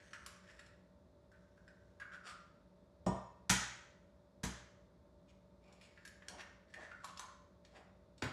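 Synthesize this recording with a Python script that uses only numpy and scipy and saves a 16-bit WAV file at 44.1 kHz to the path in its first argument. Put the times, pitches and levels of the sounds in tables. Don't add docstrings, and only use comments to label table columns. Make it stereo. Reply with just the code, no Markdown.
import sys
import numpy as np
from scipy import signal
from scipy.fft import rfft, irfft
from scipy.io import wavfile

SR = 44100
rng = np.random.default_rng(int(sys.argv[2]) if len(sys.argv) > 2 else 0)


def store_pcm(level_fs):
    pcm = np.round(np.clip(level_fs, -1, 1) * 32767).astype(np.int16)
    wavfile.write(sys.argv[1], SR, np.atleast_2d(pcm).T)


N = 366912
TIME = np.arange(N) / SR


def from_db(db):
    return 10 ** (np.asarray(db) / 20)


def unit(x):
    return x / np.sqrt(np.sum(x ** 2) + 1e-30)


def at_hz(points, hz, axis=1):
    points = np.array(points)
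    return np.interp(np.log(hz + 1e-3), np.log(points[:, 0]), points[:, axis])


def cut(x, hz, kind, order=2):
    sections = signal.butter(order, np.clip(hz, 10, .47 * SR), kind, fs=SR, output="sos")
    return signal.sosfilt(sections, x + 1e-18)


def resonate(x, hz, width_hz):
    r = np.exp(-np.pi * width_hz / SR)
    zeros = np.array([1, 0, -1]) * (1 - r * r) / 2
    poles = [1, -2 * r * np.cos(2 * np.pi * hz / SR), r * r]
    return signal.lfilter(zeros, poles, x + 1e-18)


def colour(x, spectrum, size=8192):
    gain = from_db(at_hz(spectrum, np.fft.rfftfreq(size, 1 / SR)))
    cepstrum = irfft(np.log(gain))
    cepstrum[1:size // 2] *= 2
    cepstrum[size // 2 + 1:] = 0
    impulse = irfft(np.exp(rfft(cepstrum)))
    return signal.fftconvolve(x, impulse)[:len(x)]


def add(track, s, sound, db, seconds):
    start = round(s * SR)
    sound = unit(sound) * from_db(db) * np.sqrt(seconds * SR)
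    sound = sound[max(-start, 0):]
    start = max(start, 0)
    track[start:start + len(sound)] += sound[:max(N - start, 0)]


def grains(envelope, per_s, spread_db):
    n = len(envelope)
    sizes = from_db(spread_db * np.minimum(rng.exponential(1, n), 3))
    signs = rng.choice([-1, 1], n)
    hits = rng.random(n) < per_s / SR
    return unit(envelope * sizes * signs * hits)


def snap(length, first, per_s, size=16384):
    age = TIME[:size] / max(length, 1e-4)
    force = grains(np.exp(-age) * (1 - np.exp(-age / 0.044)), per_s, spread_db=2.5)
    force[0] += first
    return force


def ringing(modes):
    t = TIME[:SR]
    return sum(from_db(db - 60 * t / t60) * np.sin(2 * np.pi * hz * t) for hz, db, t60 in modes)


# start in seconds, push length in seconds, bowl boom in dB, counter thump in dB,
# wall knock in dB, knock top in Hz, whisk ring in dB, crack in dB, crack decay in seconds, crack top in Hz.
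EGG_BLOWS = [(3.0632, 0.0021, -30.5, -33, -31, 1092, -50.5, -52, 0.0077, 7920),
             (3.495, 0.0046, -31, -34.5, -46, 1090, -39.5, -25.5, 0.015, 12500),
             (4.433, 0.0061, -36.5, -40, -48.5, 1180, -78, -40, 0.021, 13400),
             (8.221, 0.0015, -56.5, -36.5, -41.5, 629, -54, -41, 0.031, 2463)]
# pitch in Hz, relative level in dB,
# t60 in seconds (before the hand damps the wall).
BOWL_MODES = [(61, -12.5, 0.4), (121, -19.5, 0.8), (190.8, 0, 0.31), (223, -14, 0.4), (318, -20.5, .4),
              (359, -9, 0.46), (411, -4, 0.35), (448, -6, 0.27), (507, -13, 0.45), (608, -11.5, 0.37),
              (661, -10, .5), (795, -26, .5), (860, -28, 0.54), (963, -8, 0.41), (1065, -19, 0.35),
              (1159, -15.5, .35)]
WALL_DAMP_S = 0.061


def bowl():
    out = np.zeros(N)
    base = ringing([mode for mode in BOWL_MODES if mode[0] < 270])
    wall = ringing([mode for mode in BOWL_MODES if mode[0] >= 270])
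    wall = wall * np.exp(-TIME[:SR] / WALL_DAMP_S)
    for s, push_s, boom_db, thump_db, wall_db, top_hz, ring_db, *_ in EGG_BLOWS:
        push = np.sin(np.linspace(0, np.pi, int(push_s * SR) + 3))
        boom = signal.fftconvolve(base, push)
        chatter = snap(0.01, first=0.24, per_s=3100)
        rattle = unit(cut(chatter, [280, 1000], "band"))
        knock = unit(wall[:len(chatter)]) + from_db(1.0) * rattle
        thump = cut(snap(0.045, first=0.095, per_s=2500), [75, 260], "band")
        add(out, s + 0.0018, boom, boom_db, seconds=0.015)
        add(out, s + 0.0009, thump, thump_db, seconds=0.013)
        add(out, s + .002, cut(knock, top_hz, "low", order=5), wall_db, seconds=0.0079)
        add(out, s, whisk(), ring_db, seconds=0.0086)
    return out


# frequency in Hz, relative level in dB per Hz.
CRACK_SPECTRUM = [(400, -31), (650, -21), (930, -5.5), (1150, -11), (1400, -5.5), (1900, -7), (2700, -13),
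                  (3300, -8.5), (4300, -12), (6000, -8.5), (7700, -9.5), (8800, -17.5), (11000, -19.5),
                  (13000, -29)]


def cracks(second_peak_s=.006):
    out = np.zeros(N)
    for s, *_, db, length, top_hz in EGG_BLOWS:
        second_peak = np.roll(snap(0.0026, first=1.0, per_s=4100), int(second_peak_s * SR))
        burst = snap(length, first=0.091, per_s=7000) + .5 * second_peak
        brittle = colour(burst, CRACK_SPECTRUM)
        add(out, s, cut(brittle, top_hz, "low"), db, seconds=0.0073)
    return out


# pitch in Hz, relative level in dB,
# t60 in seconds (before the batter damps it).
WHISK_MODES = [(1837, -1, 0.3), (2610, -8.5, 0.17), (3450, -7.5, .2), (5200, -4.5, .25), (5480, -4, 0.23),
               (5700, -5, 0.21), (6884, -2, .3), (7900, -6.5, .25), (8430, -7.5, .2), (9260, -9.5, .2)]
WHISK_DAMP_S = .07


def whisk(rattle=1.0, rattle_hz=70):
    flutter = unit(cut(rng.standard_normal(SR), rattle_hz, "low")) * np.sqrt(SR)
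    return ringing(WHISK_MODES) * (1 + rattle * flutter) * np.exp(-TIME[:SR] / WHISK_DAMP_S)


# centre in Hz (before detuning), width in Hz, relative level in dB.
SHELL_MODES = [(2820, 1770, -5.5), (3920, 500, 1), (4205, 400, 0.5), (5630, 400, 2), (6730, 266, 0),
               (7470, 400, 0), (10420, 1360, -6)]


def shell(force, detune=0.042):
    out = 0
    for k, (hz, width_hz, db) in enumerate(SHELL_MODES):
        shifted_hz = hz * np.exp(detune * rng.normal())
        out = out + (-1) ** k * from_db(db) * resonate(force, shifted_hz, width_hz)
    return out


# slide middle in seconds,
# held before it in seconds, held after it in seconds, open hollow in Hz, seated hollow in Hz,
# hollow width in Hz, fine crackle in dB.
SHELL_GRIPS = [(0.151, 0.14, 0.24, 1690, 1310, 415, -73.5), (.66, 0.25, 0.029, 1670, 1680, 517, -75.5),
               (2.19, 0.92, .19, 1525, 1270, 165, -89.5), (5.93, 0.33, 0.26, 2320, 1680, 322, -81),
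               (6.38, .18, 0.16, 1640, 1530, 800, -82), (6.945, 0.29, .35, 1784, 1038, 160, -78),
               (7.8, .17, 0.065, 1800, 1300, 1093, -82.5)]
SLIDE_S = 0.06


def grip_at(s):
    return min(SHELL_GRIPS, key=lambda grip: max(grip[0] - grip[1] - s, s - grip[0] - grip[2]))


def hollow(force, s, skirt_hz=1500):
    slide_s, _, _, open_hz, seated_hz, width_hz, _ = grip_at(s)
    seated = (1 + np.tanh((s + TIME[:len(force)] - slide_s) / SLIDE_S)) / 2
    hz = open_hz * (seated_hz / open_hz) ** seated
    turn = np.exp(2j * np.pi * np.cumsum(hz) / SR)
    decay = np.exp(-np.pi * width_hz / SR)
    ring = turn * signal.lfilter([1], [1, -decay], force / turn + 1e-18)
    return resonate(ring.real, hz[0], skirt_hz)


# start in seconds, tick in dB, tick top in Hz, hollow in dB.
SHELL_CLICKS = [(0.1319, -49.5, 7000, -45.5), (.262, -44, 11900, -50.5), (.592, -55.5, 8650, -52.5),
                (.662, -61, 7800, -68), (1.316, -72, 9100, -63.5), (1.575, -81, 9200, -64),
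                (1.678, -64.5, 6860, -56), (1.999, -58.5, 9300, -48.5), (2.119, -69, 9000, -51.5),
                (5.725, -61, 8100, -79), (5.812, -61.5, 9700, -61), (6.051, -52, 11600, -51),
                (6.075, -52, 10500, -59), (6.221, -75, 6000, -56), (6.2834, -41, 8200, -51.5),
                (6.739, -54.5, 8040, -45), (6.914, -87, 9000, -45.5), (7.0435, -46.5, 10000, -56),
                (7.173, -46.5, 6030, -68), (7.1939, -42, 10500, -44.5), (7.649, -59, 6100, -67),
                (8.179, -59, 7300, -74.5), (8.223, -39.5, 5700, -38.5)]
HARD_CLICK_DB, HARD_CLICK_S, LENGTH_DOUBLES_DB, LONGEST_CLICK_S = -42, 0.0032, 7, 0.0067


def clicks():
    edge, air = np.zeros((2, N))
    for s, tick_db, top_hz, hollow_db in SHELL_CLICKS:
        doublings = (HARD_CLICK_DB - tick_db) / LENGTH_DOUBLES_DB
        length = min(HARD_CLICK_S * 2 ** doublings, LONGEST_CLICK_S)
        force = snap(length, first=0.17, per_s=9000)
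        add(edge, s, cut(shell(force), top_hz, "low", order=3), tick_db, seconds=0.0017)
        add(air, s, hollow(force, s), hollow_db, seconds=0.003)
    return np.array([edge, air])


# middle in seconds, length in seconds, grit in dB, hollow in dB.
SHELL_RUBS = [(0.016, 0.1, -71, -68.5), (0.151, .05, -68, -58.5), (0.493, 0.084, -70.5, -64),
              (1.348, 0.087, -95, -72), (2.022, .046, -86, -47.5), (2.146, 0.064, -65, -54.5),
              (2.283, .12, -55, -54.5), (5.298, .06, -73, -78), (5.844, 0.11, -66.5, -76),
              (5.978, 0.022, -85, -58.5), (6.402, .067, -57, -54), (6.832, .14, -67.5, -57.5),
              (7.044, 0.026, -55.5, -47.5), (7.087, 0.072, -60.5, -62), (7.231, 0.043, -73, -55.5),
              (7.77, .06, -67.5, -65)]


def rubs():
    edge, air = np.zeros((2, N))
    for middle, length, grit_db, hollow_db in SHELL_RUBS:
        s = middle - length / 2
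        swell = np.pad(np.hanning(int(length * SR)), (0, SR // 20))
        force = grains(swell, per_s=3800, spread_db=5.5)
        scrape = unit(cut(shell(force), 7900, "low", order=4))
        body = unit(cut(force, [500, 2800], "band"))
        add(edge, s, scrape + from_db(-1.0) * body, grit_db, seconds=0.25 * length)
        add(air, s, hollow(force, s), hollow_db, seconds=0.26 * length)
    return np.array([edge, air])


CRACKLE_PER_S, CRACKLE_TOP_HZ, CRACKLE_HOLLOW_DB = 770, 7150, 1.5


def crackle():
    edge, air = np.zeros((2, N))
    for s, before, after, *_, db in SHELL_GRIPS:
        start, length = s - before, before + after
        hold = signal.windows.tukey(int(length * SR), alpha=.2)
        force = grains(hold, CRACKLE_PER_S, spread_db=4.0)
        add(edge, start, cut(shell(force), CRACKLE_TOP_HZ, "low", order=3), db, seconds=length / 2)
        add(air, start, hollow(force, start), db + CRACKLE_HOLLOW_DB, seconds=length / 2)
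    return np.array([edge, air])


# middle in seconds, length in seconds, level in dB.
HAND_BRUSHES = [(5.701, 0.18, -73), (6.351, 0.22, -63), (6.802, .14, -61.5), (7.777, .13, -65.5)]


def brushes():
    out = np.zeros(N)
    for middle, length, db in HAND_BRUSHES:
        force = grains(np.hanning(int(length * SR)), per_s=6300, spread_db=8.0)
        add(out, middle - length / 2, cut(force, [190, 900], "band"), db, seconds=0.72 * length)
    return out


# frequency in Hz, t60 in seconds, echo level in dB.
KITCHEN_BANDS = [(60, 0.55, -15), (190, 0.32, -7), (497, 0.5, 0.5), (1290, 0.74, 4.5), (3430, 0.64, 1),
                 (7200, 0.56, -0.5), (12000, 0.2, 1.5)]


def kitchen_echo():
    t, out = TIME[:SR], 0
    edges = np.geomspace(40, 16000, 16)
    white = rng.standard_normal((2, SR))
    for k, (low, high) in enumerate(zip(edges, edges[1:])):
        hz = np.sqrt(low * high)
        tail = from_db(-60 * t / at_hz(KITCHEN_BANDS, hz))
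        early = 1 + 0.88 * np.exp(-t / 0.01)
        onset = 1 - np.exp(-t / 0.0031)
        band = unit(cut(white[k % 2], [low, high], "band") * tail * early * onset)
        level = from_db(at_hz(KITCHEN_BANDS, hz, axis=2))
        out = out + band * np.sqrt(2 * (high - low) / SR) * level
    return out


def reverberate(x):
    return signal.fftconvolve(x, kitchen_echo())[:N]


SHELL_TURN_S = .0012


def scatter(x):
    direction = np.cumsum(rng.standard_normal(N)) / np.sqrt(SHELL_TURN_S * SR)
    return reverberate(x * np.cos(direction)) + reverberate(x * np.sin(direction))


# pitch in Hz, level in dB rms before the waver.
HUM_TONES = [(59.2, -83.5), (183.0, -77), (366.1, -83.5), (581.4, -73.5), (635.2, -79.5), (904.4, -87)]
# frequency in Hz, relative level in dB per Hz.
AIR_SPECTRUM = [(18, -33.5), (30, -22.5), (58, 1.5), (149, -11), (182, -1), (212, -11), (362, -14.5),
                (443, -16), (586, -13.5), (683, -23), (926, -23), (1020, -23), (3060, -43), (3560, -35),
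                (13000, -54.5)]
AIR_DB = -65.5


def background(waver=.25):
    air = from_db(AIR_DB) * unit(colour(rng.standard_normal(N), AIR_SPECTRUM)) * np.sqrt(N)
    hum = 0
    for hz, db in HUM_TONES:
        drift = unit(cut(rng.standard_normal((2, N)), 6.9, "low"))
        swing, phase = drift * np.sqrt(2 * N) * waver
        tone = np.sin(2 * np.pi * hz * TIME + phase)
        hum = hum + np.sqrt(2) * from_db(db) * (1 + swing) * tone
    return air + hum


def scene():
    edges, hollows = clicks() + rubs() + crackle()
    shell_cracks = cracks()
    soft = bowl() + hollows + brushes()
    brittle_sent = from_db(2.0) * shell_cracks + from_db(-1.0) * edges
    soft_sent = cut(soft, 370, "high", order=4)
    direct = shell_cracks + edges + soft
    mid = direct + scatter(brittle_sent) + reverberate(soft_sent) + background()
    side = from_db(-4.5) * cut(scatter(brittle_sent), 3700, "high", order=8)
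    return np.array([mid + side, mid - side])


CUTOFF_HZ = 13200


def record(dry):
    top = signal.ellip(10, .2, 70, CUTOFF_HZ, fs=SR, output="sos")
    return signal.sosfilt(top, cut(dry, 55, "high", order=4))


dry = scene()
out = record(dry)
store_pcm(out)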